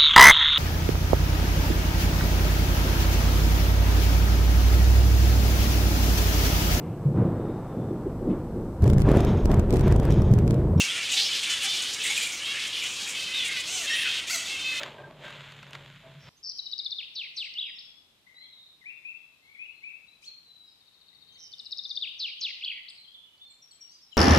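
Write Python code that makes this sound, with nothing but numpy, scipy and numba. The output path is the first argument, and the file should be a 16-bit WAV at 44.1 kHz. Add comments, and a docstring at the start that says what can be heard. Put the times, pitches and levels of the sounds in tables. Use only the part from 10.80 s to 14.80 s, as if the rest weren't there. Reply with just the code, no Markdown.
"""Harsh squawks and thin squeals burst out at once: flying foxes are squabbling in bare trees.
These near bats also spit short rasps and, toward the end, yelp. Squawks, rasps and yelps are the buzz
of an unsteady voice box ringing in the mouth; squeals are high, warbling tones. Many more bats call
farther off, and trunks scatter the sound over a low outdoor rumble, all heard in mono from the ground."""
import sys
import numpy as np
from scipy import signal
from scipy.fft import rfft, irfft
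from scipy.io import wavfile
from scipy.ndimage import uniform_filter1d
from numba import njit

SR = 44100
rng = np.random.default_rng(int(sys.argv[2]) if len(sys.argv) > 2 else 0)


def wav_record(signal):
    """Record a signal, one row per channel, as 16-bit PCM in the file named by sys.argv[1]."""
    frames = np.transpose(np.atleast_2d(signal))
    bounded = np.clip(frames, -1, 1)
    # unit amplitude maps onto the largest positive 16-bit level
    quanta = np.round(bounded * 32767).astype(np.int16)
    wavfile.write(sys.argv[1], SR, quanta)


N = 176400

# Levels in the tables are relative. Roughness runs from 0 (clear) to 1 (hoarse).
# A resonance is a band of frequencies that rings more strongly than the rest.
# Near squawks: t/s, length/s, start pitch/Hz, end pitch/Hz, level/dB, roughness,
# mouth resonance f/Hz, its width/Hz, upper resonance level/dB
SQUAWK_CALLS = [ (-.02, 0.051, 537, 522, -20.5, 0.48, 2640, 470, -12.5),
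                (0.17, 0.082, 564.5, 550, -32, 0.65, 2250, 800, -16),
                (0.288, 0.056, 478, 473.4, -25.5, 0.72, 3050, 1090, -10.5),
                (0.365, 0.049, 419, 448, -18.5, 0.62, 3660, 1430, -48),
                (0.402, 0.037, 441.4, 488, -21.5, 0.45, 4300, 1000, -44),
                (0.436, 0.046, 610, 569, -26.5, 0.53, 4870, 700, -45),
                (0.441, 0.11, 473, 508, -28.5, 0.44, 3180, 650, -18),
                (0.538, 0.058, 425.6, 389, -27.5, 0.9, 3100, 1590, -40),
                (0.625, 0.037, 439, 433, -25.5, 0.7, 3020, 1230, -26),
                (0.689, 0.06, 507.7, 479.6, -25.5, 0.24, 3200, 596, -10.5),
                (.805, 0.14, 489, 521, -31.5, 0.26, 3240, 560, -15),
                (0.932, 0.11, 484, 484.5, -32, 0.29, 3240, 700, -20),
                (1.197, 0.19, 451.7, 466, -29, 0.78, 3190, 1070, -22),
                (1.351, 0.11, 475.4, 484, -31, 0.46, 3430, 1290, -6),
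                (1.651, 0.078, 539, 558, -28, 0.21, 3040, 890, -40),
                (1.733, 0.14, 425, 425.7, -31, 0.62, 2420, 1390, -36),
                (1.921, 0.16, 495.6, 484, -29.5, 0.65, 3010, 760, -33),
                (2.154, 0.15, 472, 466, -35.5, 0.2, 3200, 710, -6.5),
                (2.342, 0.27, 521.6, 494.6, -31.5, 0.22, 2920, 900, -37),
                (2.534, 0.11, 523.5, 490, -30, 0.47, 2830, 1060, -40),
                (2.629, 0.048, 479, 453, -27.5, 0.37, 2700, 890, -30),
                (2.678, 0.11, 544, 494, -31.5, 0.38, 2130, 894, -36),
                (2.755, 0.062, 483.4, 503.5, -28.5, 0.2, 2840, 1580, -40),
                (3.069, 0.049, 533, 530, -24, 0.24, 2980, 890, -43),
                (3.119, 0.16, 529, 513.6, -25, 0.58, 3000, 810, -59),
                (3.265, 0.14, 523, 501, -27, 0.64, 3070, 920, -30),
                (3.663, 0.051, 493, 543, -31.5, 0.83, 2860, 1390, -8),
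                (3.691, 0.101, 536, 525.4, -30.5, 0.2, 2600, 590, -25),
                (3.785, 0.21, 514, 516, -31.5, 0.18, 3500, 900, -20),
                (3.841, 0.1, 520, 509.6, -27, 0.13, 2480, 580, -38),
                (3.956, 0.035, 516, 504, -30, 0.05, 2440, 600, -30)]
# Near squeals: t/s, length/s, start pitch/Hz, end pitch/Hz, level/dB, roughness, overtone level/dB
SQUEAL_CALLS = [ (.0, 0.035, 2750, 2680, -28, 0.2, -24), (0.08, 0.046, 3076, 3610, -33.5, 0.5, -29),
                (0.243, 0.026, 2890, 3410, -34, 0.4, -38), (0.318, 0.022, 2900, 2690, -27, 0.54, -22),
                (0.696, 0.053, 3030, 3050, -35.5, 0, -25), (.825, 0.11, 3310, 3624, -34, 0, -31),
                (1.239, 0.039, 1946, 2220, -32, 0.9, -16), (1.287, 0.047, 2110, 2364, -30, 0.65, -11),
                (1.363, 0.027, 2403, 2445, -27.5, 0.25, -8.5), (1.412, 0.035, 2260, 2380, -32, .45, -6),
                (1.463, 0.0096, 2342, 2300, -23, 0.26, -12), (1.614, 0.056, 2977, 3320, -35.5, 0.48, -29),
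                (1.859, 0.044, 3370, 2930, -39, 0, -24), (2.009, 0.036, 2307, 2400, -33, 0.84, -13),
                (2.176, 0.074, 3390, 3190, -59, 0.2, -30), (2.268, 0.0357, 2310, 2446, -35.5, 1, -8.5),
                (2.361, 0.078, 3180, 2960, -40, 0.3, -27), (2.534, 0.11, 3760, 3310, -32, 0.33, -34),
                (2.669, 0.052, 2190, 2004, -37.5, 0.75, -21), (3.095, 0.054, 1843, 1876, -31, 0.18, -10),
                (3.139, 0.12, 1768, 1875, -38.5, 0.82, -14), (3.246, 0.043, 1647, 1372, -37.5, 0.63, -11),
                (3.654, 0.014, 3280, 3800, -35, 0.3, -20)]
# Overtones of a squeal: multiple of the pitch, level/dB
OVERTONES = [(2, -8), (3, 3.5), (4, -7), (5, -8.5)]
# Near rasps: t/s, length/s, level/dB, centre f/Hz, width/Hz
RASP_CALLS = [ (0, 0.065, -33.5, 5900, 2500), (0.31, 0.056, -33, 7100, 2800),
              (0.626, 0.03, -36, 6600, 6040), (0.695, 0.03, -34, 5540, 4630),
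              (0.821, 0.043, -37.5, 8450, 5030), (0.842, 0.021, -30, 5000, 6000),
              (0.883, 0.032, -32.5, 4600, 2180), (0.951, 0.026, -36, 5500, 4500),
              (1.013, 0.034, -35.5, 7100, 4900), (1.129, 0.027, -32.5, 6400, 3560),
              (1.23, 0.062, -35, 8060, 2460), (1.294, 0.22, -40.5, 7900, 3520),
              (1.51, 0.08, -40, 6150, 1840), (1.859, 0.031, -43, 7000, 5000),
              (2.025, 0.14, -41, 6600, 3600), (2.28, 0.053, -38.5, 6850, 4000),
              (2.642, 0.049, -38, 7540, 3950), (2.794, 0.021, -37.5, 7400, 3000),
              (3.143, 0.097, -44, 9600, 2000)]
# The course of each yelp, one list per call: t/s, pitch/Hz, level/dB, mouth resonance f/Hz, roughness
YELP_PATHS = [
    [(2.868, 618, -37, 2500, 0.2), (2.885, 678, -38.5, 2670, 0.25), (2.925, 766, -38, 2830, 0.2),
     (2.955, 756, -36, 2900, 0), (3.0, 687, -37.5, 2670, 0.37), (3.02, 663, -38.5, 2440, 0.3),
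     (3.07, 548, -38.5, 1690, 0.65)],
    [(3.468, 560, -36, 2280, 0.4), (3.507, 690, -40, 2870, 0.34), (3.555, 661, -37, 3050, .1),
     (3.59, 655, -38.5, 2700, 0), (3.62, 640, -46, 2670, 0.1)],
    [(3.492, 601, -32, 1810, 0.7), (3.516, 768, -34.5, 2400, 0.85), (3.54, 735, -33.5, 2220, 0.78),
     (3.563, 626, -32, 2010, 0.94), (3.572, 620, -51, 1910, 0.7)],
]
# Upper resonances of a yelp: f/Hz, width/Hz, level/dB
YELP_RESONANCES = [(6300, 1150, 11.5), (7350, 1400, 6)]
# Tone colour of the far bats: f/Hz, level/dB
COLONY_SPECTRUM = [(450, -19.5), (700, -17.5), (1390, -10.5), (3070, 1.5), (4190, -3.5), (6260, -8.5),
                   (8990, -12.5), (12800, -28), (15500, -35)]
# Loudness of the far bats over time: t/s, level/dB
COLONY_LEVELS = [(0, -29.5), (.25, -30.5), (.95, -29), (1.6, -33), (2.2, -33.5), (2.85, -34.5),
                 (3.349, -34.5), (3.64, -35), (4, -37)]
# Tone colour of the rumble: f/Hz, level/dB
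RUMBLE_SPECTRUM = [(25, -17), (86, -1), (118, -2.5), (289, -1), (525, -5), (670, -9),
                   (813, -8), (1200, -1), (1560, -12), (2640, -120)]

ATTACK_S, RELEASE_S = 0.0092, 0.0211  # fade in, fade out
JITTER_HZ, WARBLE_HZ, WAVER_HZ = 602.8, 74.5, 60.4  # how fast the voice wobbles
FLUTTER_DB, FLUTTER_HZ = 3.5, 222  # random trembling of loudness, at full roughness
STUTTER_DB, STUTTER_HZ = 12.5, 97.7  # bursts in a squeal, at full roughness


def squawk(length, hz0, hz1, rough, mouth_hz, width, upper_db):
    """A harsh, nasal cry: the voice box rings a moving mouth resonance and a weak upper one."""
    t, hz, envelope = call_shape(length, hz0, hz1, arch=0.092 * rough)
    buzz = voice_box(t, hz, rough)
    # The mouth opens with the pitch and is never still.
    centre = mouth_hz * (hz / hz.mean()) * np.exp(0.049 * wobble(t, WAVER_HZ))
    voice = moving_mouth(moving_mouth(buzz, centre, width * 1.5), centre, width * 1.5)
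    voice += undb(-21.5) * resonate(buzz, mouth_hz, mouth_hz)  # some buzz leaks past
    voice -= undb(upper_db) * steep_resonance(buzz, hz=6900, width=2600)
    nasal = signal.sosfilt(signal.butter(4, 1550, "high", fs=SR, output="sos"), voice)
    chest = steep_resonance(buzz, hz0, hz0 / 2)
    return (unit(nasal) + undb(-32) * unit(chest)) * envelope


def voice_box(t, hz, rough):
    """Sharp pulses, each with a puff of air; a rough voice stumbles in timing and strength."""
    jitter = 0.0689 * wobble(t, JITTER_HZ)
    waver = 0.02093 * wobble(t, WAVER_HZ)
    hz = hz * np.exp(rough * (jitter + waver))
    cycles = np.cumsum(hz) / SR
    offset = (cycles - np.round(cycles)) * SR / hz  # samples from the nearest pulse
    pulses = np.sinc(offset) * np.exp(-(offset / 5) ** 2)
    air = noise(len(t)) * np.exp(-(cycles % 1) / 0.85)
    return (unit(pulses) + rough * unit(air)) * flutter(t, rough, FLUTTER_HZ)


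@njit
def moving_mouth(x, hz, width):
    """The mouth as a resonance that slides as it opens and closes."""
    out, band_state, low_state = np.empty(len(x)), 0., 0.
    for i in range(len(x)):
        tuning, damping = np.tan(np.pi * hz[i] / SR), width / hz[i]
        band = (band_state + tuning * (x[i] - low_state)) / (1 + tuning * (tuning + damping))
        band_state = 2 * band - band_state
        low_state += 2 * tuning * band
        out[i] = damping * band
    return out


def call_shape(length, hz0, hz1, arch):
    """Time, pitch and loudness of one call: the pitch glides, bowing upward in the middle."""
    t = np.arange(int((max(length, ATTACK_S) + RELEASE_S / 2) * SR)) / SR
    progress = t / t[-1]
    glide = hz0 + (hz1 - hz0) * progress
    bow = 1 + arch * (0.5 - (2 * progress - 1) ** 2)
    envelope = np.clip(t / ATTACK_S, 0, 1) * np.clip((t[-1] - t) / RELEASE_S, 0, 1)
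    return t, glide * bow, envelope


def squeal(length, hz0, hz1, rough, overtone_db):
    """The voice breaks upward into a high, warbling note; a rough one stutters in uneven bursts."""
    t, hz, envelope = call_shape(length, hz0, hz1, arch=0.0261)
    hz = hz * np.exp(0.0158 * wobble(t, WARBLE_HZ) + 0.072 * rough * wobble(t, rate=898))
    phase = 2 * np.pi * np.cumsum(hz) / SR
    tone = np.sin(phase) + sum(undb(overtone_db + db) * np.sin(k * phase) for k, db in OVERTONES)
    burst_hz = STUTTER_HZ * np.exp(wobble(t, STUTTER_HZ) / 2)
    bursts = undb(rough * STUTTER_DB * np.sin(2 * np.pi * np.cumsum(burst_hz) / SR))
    return envelope * unit(tone * bursts * flutter(t, rough, JITTER_HZ))


def rasp(length, centre_hz, width):
    """A short, bright, spitting screech, part hoarse voice and part hiss."""
    t, hz, envelope = call_shape(length, hz0=328.5, hz1=328.5, arch=0.046)
    breathy = unit(voice_box(t, hz, rough=0.98)) + undb(-6) * noise(len(t))
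    broad = resonate(breathy, centre_hz, centre_hz)
    return envelope * unit(steep_resonance(broad, centre_hz, width) + undb(-11.5) * broad)


def yelp(path):
    """A bright call that rises and falls as the mouth opens and closes."""
    times, *columns = np.array(path).T
    t = np.arange(int((times[-1] - times[0]) * SR)) / SR
    hz, db, mouth_hz, rough = (np.interp(t + times[0], times, column) for column in columns)
    buzz = voice_box(t, hz * np.exp(0.007 * wobble(t, WARBLE_HZ)), 0.3 * rough)
    mouth = unit(moving_mouth(buzz, mouth_hz, width=420.))
    mouth += undb(3) * rough * unit(moving_mouth(buzz, 2.03 * mouth_hz, width=420.))
    upper = np.zeros(len(t))
    for centre_hz, width, peak_db in YELP_RESONANCES:
        breathy = (1 - rough) * buzz + rough * noise(len(t))
        upper += undb(peak_db) * steep_resonance(breathy, centre_hz, width)
    hiss = steep_resonance(noise(len(t)), hz=12200, width=6100)
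    treble = (1 - rough / 2) * unit(upper) + undb(-12) * rough * unit(hiss)
    phase = 2 * np.pi * np.cumsum(hz) / SR
    chest = np.sin(phase) + 2 * rough * np.sin(2 * phase)
    fade = np.minimum(np.minimum(t, t[-1] - t) / ATTACK_S, 1)
    envelope = fade * undb(db) * flutter(t, rough, FLUTTER_HZ)
    return (undb(-2) * mouth + undb(1.5) * treble + undb(-15.5) * chest) * envelope


def colony(count=160):
    """Farther bats squawk and squeal over one another; the farthest blur into a hiss."""
    calls = np.zeros(N + SR)
    for k, (when, size, pitch, glide, loud, mouth) in enumerate(rng.uniform(-1, 1, (count, 6))):
        start = (k + when - 2) / (count - 2) * N / SR
        length = 0.06 * np.exp(0.5 * size)
        hz, bend = 480 * np.exp(0.5 * pitch), np.exp(0.2 * glide)
        mouth_hz = 3100 * np.exp(0.31 * mouth)
        cry = squawk(length, hz, hz * bend, rough=0.55, mouth_hz=mouth_hz, width=1170, upper_db=-18)
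        add(calls, start, undb(4 * loud) * cry)
        if k % 2:
            high_hz = 2850 * np.exp(0.28 * pitch)
            cry = squeal(length / 2, high_hz, high_hz / bend, rough=0.275, overtone_db=-50)
            add(calls, start, undb(1 + loud) * cry)
    # Even out lows and highs, then give the whole crowd one tone colour.
    spectrum = rfft(calls)
    power = uniform_filter1d(np.abs(spectrum) ** 2, size=3000)
    even = unit(irfft(spectrum / np.sqrt(np.abs(power) + 1e-12), len(calls)))
    crowd = colour(even + undb(-5.5) * noise(len(calls)), COLONY_SPECTRUM)
    level_db = np.interp(np.arange(N) / SR, *np.array(COLONY_LEVELS).T)
    return unit(trees(crowd[:N], echo_db=-6)) * undb(level_db)


def trees(x, echo_db, decay_s=0.66, onset_s=0.002, dull_hz=7900):
    """Trunks and branches add a short, grainy echo, duller than the direct sound."""
    t = np.arange(SR) / SR
    grains = noise(SR) ** 3
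    tail = grains * undb(-60 * t / decay_s) * np.clip(t / onset_s, 0, 1)
    pole = np.exp(-2 * np.pi * dull_hz / SR)
    tail = signal.lfilter([1 - pole], [1, -pole], tail / np.linalg.norm(tail))
    return x + undb(echo_db) * signal.fftconvolve(x, tail)[:N]


def rumble():
    """The steady, low noise of the outdoors."""
    return unit(colour(noise(N), RUMBLE_SPECTRUM))


def undb(db):
    """Turn decibels into a multiplier."""
    return 10 ** (np.asarray(db) / 20)


def unit(x):
    """Scale a sound to an average power of 1."""
    return x / np.sqrt(np.mean(x ** 2) + 1e-18)


def noise(size):
    """Fresh white noise, an even hiss."""
    return np.random.default_rng(rng.integers(2 ** 30)).standard_normal(size)


def wobble(t, rate):
    """Random values, `rate` of them a second, joined by straight lines."""
    points = noise(700)
    return np.interp(t * rate, np.arange(len(points)), points)


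def flutter(t, rough, rate):
    """A trembling loudness, deeper for a rougher voice."""
    return undb(FLUTTER_DB * rough * np.tanh(wobble(t, rate)))


def colour(x, points):
    """Shape lows and highs with a curve of (f/Hz, level/dB) that falls away beyond its ends."""
    hz, db = np.array(points).T
    f = np.maximum(np.arange(len(x) // 2 + 1) * SR / len(x), 1)
    edges = np.minimum(f / hz[0], 1) ** 2 * np.minimum(hz[-1] / f, 1) ** 4
    curve = undb(np.interp(np.log(f), np.log(hz), db))
    return irfft(rfft(x) * edges * curve, len(x))


def resonate(x, hz, width):
    """One resonance: its centre passes unchanged and the rest is weakened."""
    angle = 2 * np.pi * hz / SR
    damping = np.sin(angle) * width / (2 * hz)
    return signal.lfilter([damping, 0, -damping], [1 + damping, -2 * np.cos(angle), 1 - damping], x)


def steep_resonance(x, hz, width):
    """Two wider resonances in a row act as one with steeper sides."""
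    return resonate(resonate(x, hz, width * 1.5), hz, width * 1.5)


def add(out, start, x):
    """Mix a sound in at `start` seconds."""
    i = int(start * SR)
    first, end = max(i, 0), min(i + len(x), N)
    if end > first:
        out[first:end] += x[first - i:end - i]


def scene():
    """Near voices among the trees, the far colony and the rumble, alike in both channels."""
    squawks, squeals, rasps, yelps = np.zeros((4, N))
    for start, length, hz0, hz1, db, rough, mouth_hz, width, upper_db in SQUAWK_CALLS:
        add(squawks, start, undb(db) * squawk(length, hz0, hz1, rough, mouth_hz, width, upper_db))
    near = undb(-4) * trees(squawks, echo_db=-4.5)
    for start, length, hz0, hz1, db, rough, overtone_db in SQUEAL_CALLS:
        add(squeals, start, undb(db) * squeal(length, hz0, hz1, rough, overtone_db))
    near += trees(squeals, echo_db=-4.5)
    for start, length, db, centre_hz, width in RASP_CALLS:
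        add(rasps, start, undb(db) * rasp(length, centre_hz, width))
    near += undb(0.5) * trees(rasps, echo_db=-10)
    for path in YELP_PATHS:
        add(yelps, path[0][0], yelp(path))
    near += trees(yelps, echo_db=-2)
    mono = near + undb(-52) * rumble() + undb(-1.22) * colony()
    return np.array([mono, mono])


def record(dry):
    """Cut away the highest treble, above 15700 Hz."""
    return signal.sosfilt(signal.ellip(10, .1, 80, 15700, fs=SR, output="sos"), dry)


dry = scene()
out = record(dry)
wav_record(out)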